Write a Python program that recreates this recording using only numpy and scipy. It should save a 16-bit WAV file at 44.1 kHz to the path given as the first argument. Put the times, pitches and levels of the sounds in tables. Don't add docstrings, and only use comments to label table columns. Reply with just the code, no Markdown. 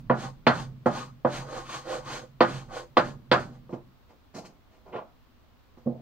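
import sys
import numpy as np
from scipy import signal
from scipy.fft import rfft, irfft, next_fast_len
from scipy.io import wavfile
from scipy.ndimage import uniform_filter1d

SR = 44100
rng = np.random.default_rng(int(sys.argv[2]) if len(sys.argv) > 2 else 0)


def to_wav(s):
    ch = np.atleast_2d(s).T
    pcm = np.round(np.clip(ch, -1, 1) * 32767)
    wavfile.write(sys.argv[1], SR, pcm.astype(np.int16))


N = 265041


def amp(db):
    return 10 ** (np.asarray(db) / 20)


def evened(x):
    return x / np.sqrt(np.mean(x ** 2) + 1e-20)


def read(points, hz):
    f, value = np.transpose(points)
    return np.interp(np.log(hz + 1), np.log(f + 1), value)


def filtered(x, order, hz, kind="low"):
    return signal.sosfilt(signal.butter(order, hz, kind, fs=SR, output="sos"), x)


def coloured(x, points):
    size = next_fast_len(len(x))
    gain = amp(read(points, np.fft.rfftfreq(size, 1 / SR)))
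    return irfft(rfft(x, size) * gain, size)[:len(x)]


def resonate(x, hz, width_hz):
    r = np.exp(-np.pi * width_hz / SR)
    if np.ndim(hz) == 0:
        return 2 * signal.lfilter([1 - r], [1, -r * np.exp(2j * np.pi * hz / SR)], x).real
    turn = np.exp(2j * np.pi * np.cumsum(hz) / SR)
    return 2 * (turn * signal.lfilter([1 - r], [1, -r], x / turn)).real


def grains(per_s, spread_db):
    size = amp(spread_db * np.minimum(rng.exponential(1, N), 5))
    sign = rng.choice([-1., 1.], N)
    return evened(size * sign * (rng.random(N) < per_s / SR))


def slow(per_s):
    lowpass = signal.butter(2, per_s, fs=SR, output="sos")
    return evened(signal.sosfiltfilt(lowpass, rng.standard_normal(N)))


def dying(x, t60):
    hz, t, z = signal.stft(x, SR, nperseg=256)
    fade_db = -60 * t / np.maximum(read(t60, hz), .02)[:, None]
    return signal.istft(z * amp(fade_db), SR, nperseg=256)[1][..., :x.shape[-1]]


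# freq_hz, relative_db_per_hz
QUIET_SPECTRUM = [(12, -27), (20, -3), (27, -10), (74, 5), (119, -25), (197, -9.5), (226, -15.5),
                  (253, -9.5), (308, -18), (939, -22), (1020, -19.5), (1780, -28), (4000, -31),
                  (10000, -49), (15700, -35.5)]
# freq_hz, correlation
QUIET_LIKENESS = [(60, 0.12), (300, 0.24), (1400, 0.27), (4000, 0.01)]
QUIET_RMS_DB = -59


def quiet():
    frames, hz = N // 256 + 5, np.fft.rfftfreq(1024, 1 / SR)
    a, b, c, d, patches = rng.standard_normal((frames, 513, 5)).T
    patches = evened(uniform_filter1d(uniform_filter1d(patches, 12, 0), 14, 1))
    same = np.clip(read(QUIET_LIKENESS, hz), -1, 1)[:, None]
    left = a + 1j * b
    right = same * left + np.sqrt(1 - same ** 2) * (c + 1j * d)
    z = np.array([left, right]) * amp(read(QUIET_SPECTRUM, hz)[:, None] + 0.44 * patches)
    return amp(QUIET_RMS_DB) * evened(signal.istft(z, nperseg=1024, noverlap=768)[1][:, :N])


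# fastest_s, speed_up_s, slow_down_s, hiss_db (6.8-9.5 kHz band),
# board_shake_db (relative), chatter_early_hz, chatter_late_hz, stick_squeak_db (relative), hand_push_db
CHALK_STROKES = [(0.23, 0.1, 0.083, -56.5, 0, 683, 870, 15, -43.5),
                 (0.59, 0.15, 0.085, -57, 1.5, 746, 854, 5, -38.5),
                 (0.975, 0.11, .11, -55, 0, 700, 1046, 14, -45),
                 (1.36, 0.098, 0.1, -53.5, -1.5, 650, 880, 17, -42),
                 (1.57, 0.15, 0.1, -58, 5, 508.8, 740, 17, -43),
                 (1.74, 0.11, .1, -53.5, -3.5, 1166, 980, 18.5, -62),
                 (1.93, 0.1, 0.091, -53, 4, 554, 575, 2, -45.5),
                 (2.125, 0.099, 0.12, -52.5, -1, 1050, 576, 15, -46),
                 (2.53, 0.17, 0.13, -57.5, -2, 620, 817, 7, -41.5),
                 (2.765, 0.077, .085, -56.5, 2, 735.6, 550, 10, -59),
                 (3.07, 0.11, 0.077, -62, 2.5, 700, 770, 8, -41),
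                 (3.4, 0.071, 0.097, -62.5, 0.5, 650, 740, 7.5, -46),
                 (3.545, 0.096, 0.045, -78, 4.5, 620, 613, 16, -51.5)]
PUSH_RISE_DB_PER_S, PUSH_FALL_DB_PER_S, PUSH_LAG_S = 117, 60, .02
OPENING_PUSH_DB = -41.5


def shudder():
    push = grains(300, 3.5)
    led_in = np.r_[push[-SR // 4:], push]
    hum = np.zeros(N)
    for hz, width_hz, db in [(28, 10, -4.0), (45, 4.3, -2.5), (130, 31, 7.0), (198, 35, -7), (239.7, 8.1, -1)]:
        mode = resonate(resonate(led_in, hz, width_hz), hz, width_hz)[-N:]
        hum += amp(db) * evened(mode)
    t, power = np.arange(N) / SR, np.zeros(N)
    pushes = [(0, OPENING_PUSH_DB)] + [(row[0] + PUSH_LAG_S, row[-1]) for row in CHALK_STROKES]
    for s, db in pushes:
        lost_db = np.maximum(PUSH_RISE_DB_PER_S * (s - t), PUSH_FALL_DB_PER_S * (t - s))
        power += amp(db - lost_db) ** 2
    return np.sqrt(power) * evened(hum)


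# freq_hz, relative_db, t60_s
BOARD_MODES = [(130.4, -9, 0.46), (240, 0.5, .16), (344.6, -1, 0.18), (509.6, 3, 0.13), (587.7, -1.5, 0.2),
               (660, -31, 0.36), (814, -19, 0.2), (790, -5, 0.18), (791.3, -1, 0.2), (920, -4.5, 0.11),
               (964, -16.5, .14), (1121.4, 2.5, 0.084), (1224, 2.5, 0.11), (1231, -10.5, 0.29),
               (1470, -15.5, .13), (1529, -7.5, 0.059), (1884, -17, 0.16), (1918, -24.5, 0.074),
               (1951, -8, 0.11)]


def ring(strength_db, t):
    out = np.zeros(len(t))
    for k, ((hz, db, t60_s), spot_db) in enumerate(zip(BOARD_MODES, strength_db)):
        out += (-1) ** k * amp(db + spot_db - 60 * t / t60_s) * np.sin(2 * np.pi * hz * t)
    return out


# start_s, peak_db (nominal), contact_ms (time constant),
# upper_modes_db, chipping_db, mode1_db, mode2_db, mode3_db, mode4_db (at that spot), crushed_grit_db
CHALK_TAPS = [(0.098, -9.5, 0.087, 2.5, -20, 3.5, 2, -6, 0, -73),
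              (0.467, -6, 0.022, 2, -14.5, 2.5, 2, -12.5, -3, -60.5),
              (0.859, -10, 0.1, 2, -19, -2, 1.5, -5.5, -1, -56.5),
              (1.248, -10, 0.11, 2.5, -23, 0, -0.5, -1, 2.5, -71),
              (2.406, -5, 0.028, 1, -8.5, -8, -4, 1, 1.5, -63.5),
              (2.969, -6, 0.021, 2, -10.5, -4.5, -5.5, 0, 0.5, -55.5),
              (3.315, -7.5, 0.021, 2.5, -12, -7, -4.5, -1.5, 0, -64)]
# start_s, peak_db (nominal), contact_ms (time constant),
# upper_modes_db, mode1_db, mode2_db, mode3_db, mode4_db
SOFT_KNOCKS = [(3.692, -38.5, .15, -2, 1, -6.5, 5.5, 3.5), (3.726, -28, 0.23, -1.5, 5.5, 6.5, 9, -1),
               (5.771, -46, .12, -2, 10, 11.5, 8, 1), (5.86, -22.5, 0.7, 0, 1.5, 5, -6.5, 9),
               (5.869, -16.5, 0.45, -6.5, -11.5, 3.5, -3, 7.5)]
# freq_hz, relative_db_per_hz
CROWD_SPECTRUM = [(150, -14.5), (300, -12.5), (700, -1.5), (1500, -6.5), (2200, -17), (3300, -15.5),
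                  (4600, -15.5), (5300, -30), (8000, -37.5), (12000, -60.5)]
# freq_hz, t60_s
CROWD_DECAY = [(150, 0.66), (500, 0.13), (1500, 0.24), (4000, 0.087), (9000, 0.26)]
CHIP_T60_S = .04


def taps():
    t, out = np.arange(SR // 2) / SR, np.zeros(N + SR)
    blows = [(*row[:4], amp(row[4]), row[5:9]) for row in CHALK_TAPS]
    blows += [(*row[:4], 0, row[4:]) for row in SOFT_KNOCKS]
    modes = len(BOARD_MODES)
    spots = rng.standard_normal((len(blows), modes + len(t)))
    for (s, db, contact_ms, crowd_db, chipping, lowest_db), spot in zip(blows, spots):
        noise = spot[modes:]
        crowd = dying(coloured(noise, CROWD_SPECTRUM), CROWD_DECAY)
        crowd *= amp(crowd_db) / np.sqrt(np.mean(crowd[:SR // 50] ** 2))
        chips = evened(filtered(noise[::-1], 4, [1600, 5200], "band"))
        crowd += chipping * amp(-60 * t / CHIP_T60_S) * chips
        strength_db = np.r_[lowest_db, 2.5 * spot[len(lowest_db):modes]]
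        u = t[:400] * 1000 / max(contact_ms, .01)
        push = u ** 2 * np.exp(-u)
        sound = np.convolve(ring(strength_db, t) + crowd, push)[:len(t)]
        early_rms = np.sqrt(np.mean(sound[:SR // 100] ** 2))
        at = round(s * SR)
        out[at:at + len(t)] += amp(db) * sound / (2 * early_rms)
    return out[:N]


ARCH_DB, ARCH_POWER = 22, 1.68
SLOW_SHAKE_DB_PER_DB = .3
CRUSH_T60_S, CRUSH_HZ = .2, 650


def gesture():
    t = np.arange(0, N, 16) / SR
    columns = np.transpose(CHALK_STROKES)[..., None]
    s, rise_s, fall_s, db, shake_db, early_hz, late_hz, squeak_db, _ = columns
    u = np.where(t < s, (t - s) / rise_s, (t - s) / fall_s)
    lost_db = np.minimum(ARCH_DB * abs(u) ** ARCH_POWER, 200)
    tap_s, *_, crush_db = np.transpose(CHALK_TAPS)[..., None]
    since_s = t - tap_s
    crush_fade_db = -60 * np.maximum(since_s, 0) / CRUSH_T60_S
    dust = (amp(crush_db + crush_fade_db) ** 2 * (since_s >= 0)).sum(0)
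    landed_s = tap_s[np.searchsorted(tap_s[:, 0], s[:, 0]) - 1]
    power = amp(db - lost_db) ** 2 * (t >= landed_s)
    total = power.sum(0) + dust + 1e-30
    chatter_hz = early_hz + (late_hz - early_hz) * np.clip(.5 + u, 0, 1)
    shake_db = shake_db + SLOW_SHAKE_DB_PER_DB * np.minimum(lost_db, 30)
    controls = (np.sqrt(total),
                (power * shake_db).sum(0) / total,
                ((power * chatter_hz).sum(0) + dust * CRUSH_HZ) / total,
                (power * squeak_db).sum(0) / total)
    return [np.interp(np.arange(N) / SR, t, c) for c in controls]


# freq_hz, relative_db
GRIT_SPECTRUM = [(150, -34), (300, -14.5), (500, -22), (1100, -15), (1500, -10), (1900, -15.5),
                 (3000, -17.5), (4800, -19.5), (5500, -25), (6500, -23), (9000, -32), (10500, -44.5),
                 (13500, -44), (16000, -53.5)]
SQUEAK_HZ, GRAINS_PER_S = 6433, 4400
GRIND_DB, GRIND_PER_S = 2.5, 30


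def strokes():
    hiss, shake_db, chatter_hz, squeak_db = gesture()
    grit = grains(GRAINS_PER_S, 2.2) * hiss
    hz = np.fft.rfftfreq(N, 1 / SR)
    band = (hz > 6800) & (hz < 9500)
    scale = np.sqrt((amp(read(GRIT_SPECTRUM, hz)) ** 2)[band].sum() / len(hz))
    low = filtered(grit * amp(shake_db + GRIND_DB * slow(GRIND_PER_S)), 2, 2500)
    force = 0.2 * low + 0.71 * resonate(low, chatter_hz * amp(.6 * slow(22)), 260)
    rasp = coloured(grit + force, GRIT_SPECTRUM)
    board = sum(amp(db) * resonate(force, f, 3.65 / t60_s) for f, db, t60_s in BOARD_MODES[2:])
    squeak = resonate(resonate(grit, SQUEAK_HZ, 190), SQUEAK_HZ, 400)
    return (rasp + 0.88 * board) / scale + amp(squeak_db) * squeak


# full_contact_s, rise_s, hold_s, t60_s, level_db,
# hollow_start_hz, hollow_end_hz, thump_db, scratch_db, rasp_db (all three relative), rub_top_hz
FLOOR_RUBS = [(3.697, 0.0069, .015, .2, -48, 496, 450, 5.5, -26, -23, 900),
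              (3.73, 0.0092, 0.011, .2, -36, 338, 362, 9, -20, -30, 1200),
              (4.099, .03, 0.0074, .25, -56, 490, 417, -9, -9, -16, 1196),
              (4.349, .012, 0.023, .4, -40.5, 380, 320, 7, -12.5, -10, 1313),
              (4.451, .008, 0.012, .2, -57, 325, 400, 0, 1, 1, 1310),
              (4.727, .08, .03, .4, -62, 320, 400, -4, -10, -14, 1200),
              (4.865, .015, 0.032, .2, -49.5, 437, 415, -5, -21, -27, 1200),
              (4.931, 0.0092, 0.05, 0.24, -35, 410, 668, -14, -12.5, -42, 1280),
              (5.771, 0.0044, .01, .4, -59.5, 310, 285, -7, -14, -17, 1200),
              (5.867, .015, .02, 0.4, -39.5, 443, 444, -9, -51, -56, 750)]
# freq_hz, relative_db
SOLE_SPECTRUM = [(2500, -47), (4000, 6), (6800, 3.5), (9500, -11), (15500, -21.5)]
RUB_RISE_DB, RUB_LUMPS_DB = 28, 1.77
BRIGHT_FADE = 1.9


def scuffs():
    out = np.zeros(N)
    grit = grains(3500, 2.6) * amp(RUB_LUMPS_DB * slow(40))
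    scratch = evened(filtered(np.roll(grit, SR // 200), 3, [900, 2900], "band"))
    rasp = evened(coloured(np.roll(grit, SR // 500), SOLE_SPECTRUM))
    for s, rise_s, hold_s, t60_s, db, start_hz, end_hz, thump_db, scratch_db, rasp_db, top_hz in FLOOR_RUBS:
        part = slice(round((s - 2 * rise_s) * SR), min(round((s + hold_s + t60_s) * SR), N))
        t = np.arange(part.start, part.stop) / SR - s
        hz = start_hz + (end_hz - start_hz) * np.clip(t / (hold_s + t60_s / 3), 0, 1)
        dull = filtered(grit[part], 5, top_hz)
        rub = resonate(dull, hz, 300) + 0.34 * resonate(dull, 1.7 * hz, 420)
        rub += amp(thump_db) * resonate(dull, 200, 140)
        fade_db = -60 * np.maximum(t - hold_s, 0) / t60_s
        bright = amp(scratch_db) * scratch[part] + amp(rasp_db) * rasp[part]
        sole = evened(rub) + amp((BRIGHT_FADE - 1) * fade_db) * bright
        out[part] += sole * amp(db + RUB_RISE_DB * np.minimum(t / rise_s, 0) + fade_db)
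    return out


# freq_hz, t60_s
ROOM_DECAY = [(100, 1), (300, 0.34), (1000, 0.11), (5000, 0.28)]
ROOM_DB = -12.5


def room(x):
    echoes = np.zeros((2, SR))
    slots = np.arange(200, SR - 20, 20)
    at = slots + rng.integers(0, 20, (2, len(slots)))
    np.put_along_axis(echoes, at, rng.choice([-1., 1.], at.shape), 1)
    echoes[1] = 0.44 * echoes[0] + 0.32 * echoes[1]
    tail = dying(echoes, ROOM_DECAY)
    return signal.fftconvolve(x[None], tail / np.linalg.norm(tail[0]), axes=1)[:, :N]


# freq_hz, power_share
UNSCATTERED = [(100, 1), (400, 1), (900, 0.41), (2400, 1), (6000, 0.025)]
# freq_hz, difference_db
LEFT_LEAN = [(60, -5), (400, -2.5), (1200, -2), (2500, -0.5), (5000, 2.5), (9000, 4.5), (14000, 5)]
# delay1_ms, delay2_ms, delay3_ms, delay4_ms
DETOURS_MS = [(0.301, 0.89, 1.9, 3.7), (0.437, 1.28, 1.6, 4.3)]
LEFT_LAG_S, SCATTER_GAIN = .00006, 0.68


def ports(x):
    size = next_fast_len(N + SR // 4)
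    hz = np.fft.rfftfreq(size, 1 / SR)
    late = np.exp(-2j * np.pi * hz * np.array(DETOURS_MS)[..., None] / 1000)
    scatter = ((SCATTER_GAIN + late) / (1 + SCATTER_GAIN * late)).prod(axis=1)
    same = np.clip(read(UNSCATTERED, hz), 0, 1)
    half = amp(read(LEFT_LEAN, hz) / 2) * np.exp(-1j * np.pi * hz * LEFT_LAG_S)
    heard = (np.sqrt(same) + np.sqrt(1 - same) * scatter) * np.array([half, 1 / half])
    return irfft(rfft(x, size, axis=1) * heard, size, axis=1)[:, :N]


def scene():
    near = taps() + strokes() + scuffs()
    near = filtered(near, 4, 105, "high")
    near = near + shudder()
    return ports(near + amp(ROOM_DB) * room(near)) + quiet()


EDGE_HZ = 15800


def record(dry):
    lowpass = signal.firwin(511, EDGE_HZ, window=("kaiser", 9), fs=SR)
    return signal.oaconvolve(dry, lowpass[None], "same")


dry = scene()
out = record(dry)
to_wav(out)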